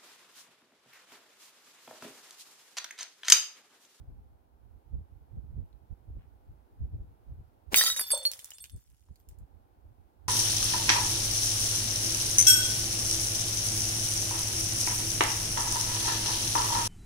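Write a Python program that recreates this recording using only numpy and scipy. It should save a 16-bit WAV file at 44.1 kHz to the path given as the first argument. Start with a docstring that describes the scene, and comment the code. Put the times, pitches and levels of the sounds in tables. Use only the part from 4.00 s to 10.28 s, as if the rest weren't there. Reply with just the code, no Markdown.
"""Outdoors, on a wet rock slab close to a camera, a thrown stone swishes in and smashes a glass bottle.
Big pieces ring as they collide and land, splinters shower down, spilt liquid splashes, and the last
chips skip off to the right. Light wind thumps on the two microphones. The camera's automatic volume
turns the wind down at the smash and lets it back about a second later."""
import sys
import numpy as np
from scipy import signal
from scipy.fft import rfft, irfft, next_fast_len
from scipy.io import wavfile
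from scipy.ndimage import uniform_filter1d, minimum_filter1d, map_coordinates

SR = 44100
rng = np.random.default_rng(int(sys.argv[2]) if len(sys.argv) > 2 else 0)


def transcribe(signal):
    """Save signal, clipped to [-1, 1], as a 16-bit WAV file at the path in sys.argv[1]."""
    frames = np.atleast_2d(signal).T
    limited = np.clip(frames, -1, 1)
    pcm = np.round(limited * 32767).astype(np.int16)
    wavfile.write(sys.argv[1], SR, pcm)


N = 276948

# Tone of wind on the microphones: pitch_hz, level_db
RUMBLE_TONE = [(20, -20), (55, 2), (85, -1), (190, -22), (600, -42), (3000, -105)]
# Tone of wind over open land: pitch_hz, level_db
RUSH_TONE = [(100, -15), (260, 3), (600, -3), (820, 1), (1180, -11.5), (1500, -13), (1750, -19),
             (4500, -26.5), (7500, -31.5), (12000, -25.5)]
# How strong the wind is: time_s, breeze_db, rush_db
WIND_LEVELS = [(0, -63.5, -81.5), (.5, -78.5, -84), (.75, -66, -82.5), (3.3, -67.5, -81), (4.3, -62, -82.5),
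               (6.1, -71.5, -82)]
# Gusts on the microphones: middle_s, half_length_s, peak_db, left_minus_right_db
WIND_GUSTS = [(0.106, 0.16, -60, 1.5), (0.962, 0.054, -50.5, -4.5), (1.366, 0.051, -55.5, -9.5),
              (1.583, 0.064, -52, -3.5), (1.921, 0.016, -52.5, -13), (2.152, 0.062, -52.5, -1),
              (2.506, 0.03, -63, -5), (2.834, 0.038, -46.5, -2), (2.953, 0.11, -53, 2),
              (3.344, 0.054, -51.5, 2), (3.778, 0.013, -46, 7), (4.745, 0.036, -47, -1),
              (5.109, .03, -55.5, -2.5), (5.31, 0.024, -55, 0), (5.418, 0.043, -58, -0.5),
              (5.88, 0.041, -61.5, -8)]
# Echo off stony ground (a fade is the time to drop 60 dB): pitch_hz, fade_s
ECHO_FADES = [(200, 0.038), (3000, 0.11)]
# Tone of the flying stone: pitch_hz, level_db
SWISH_TONE = [(120, 1.5), (900, -4), (2000, -14.5), (16000, -20.5)]
# Tone of the spilt liquid: pitch_hz, level_db
SPLASH_TONE = [(200, -23.5), (520, -6), (850, -0.5), (1300, -10.5), (6000, -44.5)]
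# Tone of glass grinding on rock: pitch_hz, level_db
GRIND_TONE = [(100, -19), (1000, -6.5), (2000, 0.5), (3000, 0), (9000, -35)]
# Tone of fine flying glass: pitch_hz, level_db
SPRAY_TONE = [(500, -18), (1600, -7.5), (4000, -2), (11000, 9), (16000, 5.5)]
# Showers of glass, from the burst to the last crumbs: start_s, length_s, level_db, fade_s
GLASS_SHOWERS = [(3.746, 0.13, -30.5, 0.31), (3.963, .05, -37.5, 0.052), (4.102, .012, -41, .08),
                 (4.033, 0.42, -51, 0.99), (4.761, 0.233, -75, 0.72), (5.296, 0.0044, -82, 0.16)]
# Chips hitting the rock: start_s, level_db, lowest_pitch_hz
CHIP_TICKS = [(3.7436, -8, 5100), (3.7845, -10, 4760), (3.8373, -8.5, 5530), (3.963, -16, 6060),
              (4.147, -18, 3840), (4.1767, -17.5, 6000), (4.265, -16.5, 4800), (4.3158, -15.5, 3960),
              (4.335, -22, 3400), (4.3918, -22, 2810), (4.4448, -21, 6640), (4.5054, -24.5, 4410),
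              (4.584, -32, 2430), (4.641, -25, 2200), (4.656, -36, 1506), (4.697, -34.5, 3470),
              (4.763, -42.5, 6920), (4.9007, -50, 6020), (5.158, -54.5, 4020), (5.201, -63, 2800),
              (5.2887, -48, 6000), (5.387, -60.5, 7000)]
# Tiny flakes ringing: start_s, level_db, pitch_hz
FLAKE_PINGS = [(4.081, -38.5, 12660), (4.535, -44, 7100), (4.622, -43, 13300), (4.805, -61, 14500),
               (5.196, -75.5, 12100)]
# Knocks of grit, stone and heavy glass: start_s, level_db, pitch_hz, fade_s
HARD_KNOCKS = [(1.729, -74.5, 4050, 0.0058), (3.7436, -1, 2400, 0.0024), (3.75604, -20.5, 2303, .015),
               (3.812, -14.5, 1852, .02), (3.838, -21.5, 1295, 0.0046), (3.9, -27.5, 1490, .01),
               (3.944, -37.5, 1700, 0.0067), (3.9635, -29, 1812, .008), (3.995, -20.5, 1917, .005),
               (4.011, -28.5, 1400, 0.0021), (4.1047, -29.5, 2000, .003), (4.518, -37.5, 2990, 0.012),
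               (5.087, -62, 996, 0.0085)]
# The notes of each big piece, by name: pitch_hz, level_db, fade_s
PIECE_NOTES = { "body": [(1323, -15.5, 0.15), (1944, -13.5, 0.15), (3197, -4, .09), (3757, 1, 0.13),
               (4710, 0.5, 0.21), (5770, -3.5, .18), (6550, 0, 0.06), (8280, -3, .1), (8541, -4.5, 0.18),
               (10070, -4.5, 0.1), (10953, -7.5, .15), (11400, -5.5, 0.15), (13132, -11.5, 0.1),
               (14300, -12, 0.12), (15484, 2, 0.11)], "flank": [(3800, 1.5, 0.1), (5970, -10.5, 0.28),
               (6560, -1.5, 0.089), (7840, -8.5, 0.12), (11170, -3.5, 0.13), (14580, -7.5, 0.12),
               (14940, -9.5, .08)], "neck": [(3532, -12, 0.37), (4390, -16, 0.33), (8504, 0, 0.15),
               (10766, -5, 0.08)], "shoulder": [(4830, -6, 0.15), (9690, -7.5, 0.082), (10750, -11.5, .09),
               (11030, -9, 0.099), (13330, -15, 0.087)], "lip": [(4352, 0, 0.099)],
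               "sliver": [(5060, -3, 0.11), (12800, 1.5, .11)], "base": [(537, -6.5, 0.45),
               (597, -1, 0.213), (958, -2.5, .09)]}
# A big piece is struck: start_s, piece, level_db, brightness_db_per_octave
PIECE_HITS = [(3.759, "body", -26.5, 5), (3.771, "body", -28, 0.5), (3.784, "body", -24.5, 1.5),
              (3.813, "body", -33.5, -5.5), (3.8634, "body", -31, -4), (3.854, "flank", -31.5, 5),
              (3.9, "flank", -28, -4), (3.963, "flank", -34, -1.5), (4.009, "neck", -35, -7),
              (4.1168, "neck", -22, 0.5), (4.231, "neck", -48.5, 17), (4.405, "neck", -60, -8.5),
              (4.545, "neck", -53, 1), (4.6034, "neck", -48, 5), (4.718, "neck", -58.5, 8.5),
              (3.994, "shoulder", -24.5, 10), (4.104, "shoulder", -25.5, 4),
              (4.254, "shoulder", -31.5, 1.5), (4.2524, "lip", -17.5, -1), (4.011, "sliver", -35.5, 2),
              (4.0677, "sliver", -39.5, 2), (4.134, "base", -39, 0.5)]
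# Pieces that fall to the right of the heap: piece, left_lead_ms
PIECE_LEAD_MS = {"neck": -0.01, "lip": -0.072}

HEAP_LEAD_MS = 0.088  # the heap is heard this much sooner on the left
TOP_HZ = 15950  # the camera's upper limit
DEBRIS_END_S = 5.6


def amp(db):
    """Turn decibels into a gain."""
    return 10 ** (np.asarray(db) / 20)


def unit(x):
    """Scale a sound to an average (rms) strength of 1."""
    return x / np.sqrt(np.mean(x ** 2) + 1e-20)


def along(points, hz):
    """Read between a table's rows on a musical (log) pitch scale."""
    pitches, values = np.transpose(points)
    return np.interp(np.log(hz + 1), np.log(pitches), values)


def filtered(x, response):
    """Multiply each frequency in x by response(hz)."""
    size = x.shape[-1]
    padded = next_fast_len(size + 8192)
    return irfft(rfft(x, padded) * response(np.fft.rfftfreq(padded, 1 / SR)), padded)[..., :size]


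def coloured(x, tone):
    """Shape x with a tone table and scale it to strength 1."""
    return unit(filtered(x, lambda hz: amp(along(tone, hz))))


def stereo(x, lead_ms):
    """A sound reaches the left microphone lead_ms before the right."""
    return filtered(x, lambda hz: np.exp(np.outer([1, -1], 1j * np.pi * hz * lead_ms / 1000)))


def noise_pair(alike, lead_ms=0, size=N):
    """Stereo noise; alike is the share both sides have in common."""
    common = stereo(rng.standard_normal(size), lead_ms)
    return np.sqrt(alike) * common + np.sqrt(1 - alike) * rng.standard_normal((2, size))


def add(track, start_s, sound):
    """Mix a sound into the track."""
    part = track[:, round(start_s * SR):][:, :sound.shape[1]]
    part += sound[:, :part.shape[1]]


def wobble(per_s):
    """A smooth curve through per_s random points a second."""
    return map_coordinates(rng.standard_normal(256), [np.arange(N) * per_s / SR], mode="mirror")


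def burst(start_s, db, fade_s, hold_s=0, sag_db_per_s=0, rise_s=.001):
    """A loudness curve that rises, sags while it holds, then dies away."""
    age = np.maximum(np.arange(N) / SR - start_s, 0)
    level_db = db - sag_db_per_s * np.minimum(age, hold_s) - 60 * np.maximum(age - hold_s, 0) / fade_s
    return np.minimum(age / rise_s, 1) * amp(level_db)


def grains(loudness, tone, per_s, low_hz, high_hz, cycles, spread_db, size):
    """Many tiny fading notes of random pitch, strength and direction follow a loudness curve."""
    when, pitch, strength, life, place = rng.random((int(per_s * DEBRIS_END_S), 5)).T[:, :, None]
    start, t = (DEBRIS_END_S * when * SR).astype(int), np.arange(size) / SR
    heard = loudness[start[:, 0]] > 0
    start, pitch, strength, life, place = [x[heard] for x in (start, pitch, strength, life, place)]
    hz = low_hz * (high_hz / low_hz) ** pitch
    fade = amp(spread_db * strength ** 3 - 60 * t * hz / (cycles * (.5 + life)))
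    fade = fade * loudness[start] / np.sqrt(np.sum(fade ** 2) / len(start) * per_s / (2 * SR))
    index = (start + np.arange(size)).ravel()
    rings = [fade * np.sin(2 * np.pi * hz * (t + side * place * .0001)) for side in (1, -1)]
    shower = np.array([np.bincount(index, ring.ravel(), N)[:N] for ring in rings])
    return shower.std() * coloured(shower, tone)


def wind():
    """Swirls of air thump on each microphone separately, over the even rush of open land."""
    t = np.arange(N) / SR
    swirls = coloured(noise_pair(alike=0.013), RUMBLE_TONE)
    swell = np.sqrt(np.abs(uniform_filter1d(np.mean(swirls ** 2, axis=0), size=2500)) + 0.011)
    gust_power = sum(amp([[db + pan / 2], [db - pan / 2]]) ** 2 * np.exp(-2 * ((t - s) / half_s) ** 2)
                     for s, half_s, db, pan in WIND_GUSTS)
    times, *levels = np.transpose(WIND_LEVELS)
    breeze_db, rush_db = [np.interp(t, times, db) for db in levels]
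    breeze = amp(breeze_db + 3.5 * wobble(per_s=7.3)) * amp([[-9.5], [0]])  # the left is sheltered
    flutter = amp(4 * wobble(per_s=36) - 1)
    thumps = np.hypot(breeze, np.sqrt(gust_power)) * flutter * swirls / swell
    # the low rush comes from the left, the hiss from all around
    low_share = lambda hz: 1 / (1 + (hz / 1100) ** 4)
    rush = filtered(noise_pair(alike=0.72, lead_ms=0.49), lambda hz: np.sqrt(low_share(hz)))
    hiss = filtered(rng.standard_normal((2, N)), lambda hz: np.sqrt(1 - low_share(hz)))
    return thumps + amp(rush_db) * coloured(rush + hiss, RUSH_TONE)


def ground_echo(x):
    """Stones all around scatter back a short echo."""
    hz, t, spectrum = signal.stft(rng.standard_normal((2, SR // 2)), SR, nperseg=256)
    fade = amp(-60 * t / along(ECHO_FADES, hz)[:, None])
    tail = signal.istft(spectrum * fade, SR, nperseg=256)[1]
    return signal.fftconvolve(x, tail / np.linalg.norm(tail[0]), axes=1)[:, :N]


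def swish(peak_s=3.7355, rise_db_per_s=2003.5, fall_db_per_s=4998):
    """Air rushes around the flying stone."""
    past_s = np.arange(N) / SR - peak_s
    loudness = amp(-27.5 + np.minimum(rise_db_per_s * past_s, -fall_db_per_s * past_s))
    return loudness * coloured(noise_pair(alike=0.71, lead_ms=0.45), SWISH_TONE)


def splash(start_s=4.129):
    """Liquid slaps down and bursts into drops and bubbles; a few drops patter on."""
    slap = burst(start_s, db=-38, fade_s=0.15, rise_s=0.0045)
    patter = burst(start_s, db=-59.5, fade_s=0.832)
    return grains(slap + patter, SPLASH_TONE, per_s=450, low_hz=507, high_hz=1772,
                  cycles=30, spread_db=2, size=1500)


def debris():
    """Splinters crackle, shards tinkle, chips shed glass dust and heavy bits grind."""
    shower = sum(burst(s, db, fade_s, length_s, sag_db_per_s=17.5)
                 for s, length_s, db, fade_s in GLASS_SHOWERS)
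    splinters = grains(shower, SPRAY_TONE, per_s=800, low_hz=2500, high_hz=TOP_HZ,
                       cycles=3.5, spread_db=10, size=200)
    strong = shower.max() * (shower / shower.max()) ** 1.18  # shards fly mostly in strong showers
    shards = grains(strong, SPRAY_TONE, per_s=600, low_hz=2950, high_hz=TOP_HZ,
                    cycles=220, spread_db=7.5, size=5000)
    puffs = sum(burst(s, db - 32.5, fade_s=0.16) for s, db, _ in CHIP_TICKS)
    dust = grains(puffs, SPRAY_TONE, per_s=4500, low_hz=6000, high_hz=TOP_HZ,
                  cycles=8, spread_db=9, size=100)
    scuff = burst(2.185, db=-69.5, fade_s=0.18, hold_s=0.015, rise_s=0.015)  # grit, before the throw
    grind = grains(shower + scuff, GRIND_TONE, per_s=800, low_hz=599.3, high_hz=4000,
                   cycles=1.9, spread_db=16, size=600)
    return amp(-1.5) * splinters + amp(0.5) * shards + dust + amp(-10.5) * grind


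def chips():
    """Glass ticks on the rock, farther right as time passes; each chip hops once more."""
    out, t = np.zeros((2, N)), np.arange(SR // 12) / SR
    hops = [(s + 0.0089 * (.5 + rng.random()), db - 9.5, hz) for s, db, hz in CHIP_TICKS]
    contacts = [(s, db - 0.5, 3329) for s, _, db, _ in PIECE_HITS]  # big pieces tick too
    for start_s, db, low_hz in CHIP_TICKS + hops + contacts:
        lead_ms = np.interp(start_s, [3.75, 4.35], [.08, -.4])
        hz = low_hz * (TOP_HZ / low_hz) ** rng.random(size=(9, 1))
        ring = np.mean(np.sin(2 * np.pi * hz * t), axis=0) * amp(-60 * t / 0.024)
        band = lambda f: 1 / np.hypot(1, (low_hz / (f + 1)) ** 2) / np.hypot(1, f / (2.7 * low_hz))
        noise = filtered(noise_pair(alike=1, lead_ms=lead_ms, size=len(t)), band)
        snap = unit(noise) * amp(-60 * t / 0.0067)
        add(out, start_s, amp(db) * (amp(-9.5) * snap + amp(-7) * stereo(ring, lead_ms)))
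    return out * amp([[-1.5], [1.5]])


def flakes(fade_s=0.078):
    """Each tiny flake rings with one thin note."""
    out, t = np.zeros((2, N)), np.arange(SR // 3) / SR
    for start_s, db, hz in FLAKE_PINGS:
        ping = np.sin(2 * np.pi * hz * t) * amp(db - 60 * t / fade_s)
        add(out, start_s, stereo(ping, HEAP_LEAD_MS))
    return out


def knocks():
    """Stone and heavy glass collide with short, dull, crunchy knocks."""
    out, t = np.zeros((2, N)), np.arange(SR // 20) / SR
    bass_cut = lambda f: 1j * f / (600 + 1j * f)  # small things give off little bass
    for start_s, db, hz, fade_s in HARD_KNOCKS:
        push = stereo(-np.sin(2 * np.pi * hz * t) * amp(-60 * t / fade_s), HEAP_LEAD_MS)
        noise = noise_pair(alike=0.21, lead_ms=HEAP_LEAD_MS, size=len(t))
        crunch = unit(filtered(noise, lambda f: 1 / np.hypot(1, (f / hz) ** 2)))
        knock = push + crunch * amp(-16 - 60 * t / 0.017)
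        add(out, start_s, amp(db) * filtered(knock, bass_cut))
    return out


def rocking(t, notes, per_s=110):
    """A piece rocks on the slab: one random flutter curve for each of its notes."""
    points = rng.standard_normal((notes, 64))
    return np.array([map_coordinates(row, [t * per_s], mode="mirror") for row in points])


def big_pieces(flutter_db=3, flutter_hz=14):
    """Each big piece rings with its own notes, started anew by every hit."""
    out, t = np.zeros((2, N)), np.arange(SR // 3) / SR
    for start_s, piece, db, brightness in PIECE_HITS:
        hz, note_db, fade_s = np.transpose(PIECE_NOTES[piece])[:, :, None]
        start_db = db + note_db + brightness * np.log2(hz / 7000)
        lost_db = 60 * (t / fade_s) ** 1.314  # fades faster as it settles on the wet rock
        attack = 1 - np.exp(-t / 0.0001)
        loudness = attack * amp(start_db - lost_db + flutter_db * rocking(t, len(hz)))
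        start_phase = rng.random(hz.shape)
        pitch_hz = hz + flutter_hz * rocking(t, len(hz))
        phase = 2 * np.pi * (start_phase + np.cumsum(pitch_hz, axis=1) / SR)
        turn = 0.4 * rng.standard_normal(hz.shape)  # the piece faces another way each time
        ring = np.array([np.sum(loudness * np.sin(phase + side * turn), axis=0) for side in (1, -1)])
        add(out, start_s, stereo(ring, PIECE_LEAD_MS.get(piece, HEAP_LEAD_MS)))
    return out


def automatic_volume(x, aim_db=-33.5, max_lift_db=13.5, hold_s=0.66, recover_db_per_s=41.5):
    """Quiet sound is lifted; a loud one takes the lift away at once. After a wait it climbs back."""
    above_rumble = filtered(x, lambda hz: hz > 300)
    power = np.abs(uniform_filter1d(np.mean(above_rumble ** 2, axis=0), size=SR // 100))
    wanted_db = np.clip(aim_db - 10 * np.log10(power + 1e-20), 0, max_lift_db)
    half = int(hold_s * SR / 2)
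    held_db = minimum_filter1d(wanted_db, 2 * half + 1, origin=half, mode="nearest")
    climb_db = recover_db_per_s * np.arange(N) / SR
    return x * amp(np.minimum.accumulate(held_db - climb_db) + climb_db)


def scene():
    """The smash, its faint echo and the wind."""
    hits = swish() + knocks() + chips() + debris() + splash()
    rings = (big_pieces() + flakes()) * amp([[-.8], [.8]])  # a little louder on the right
    return hits + rings + ground_echo(amp(-8.5) * hits + amp(-22.5) * rings) + wind()


def record(dry):
    """The camera sets its own volume and cuts off the highest treble."""
    return filtered(automatic_volume(dry), lambda hz: np.clip((TOP_HZ - hz) / 200 + .5, 0, 1))


dry = scene()
out = record(dry)
transcribe(out)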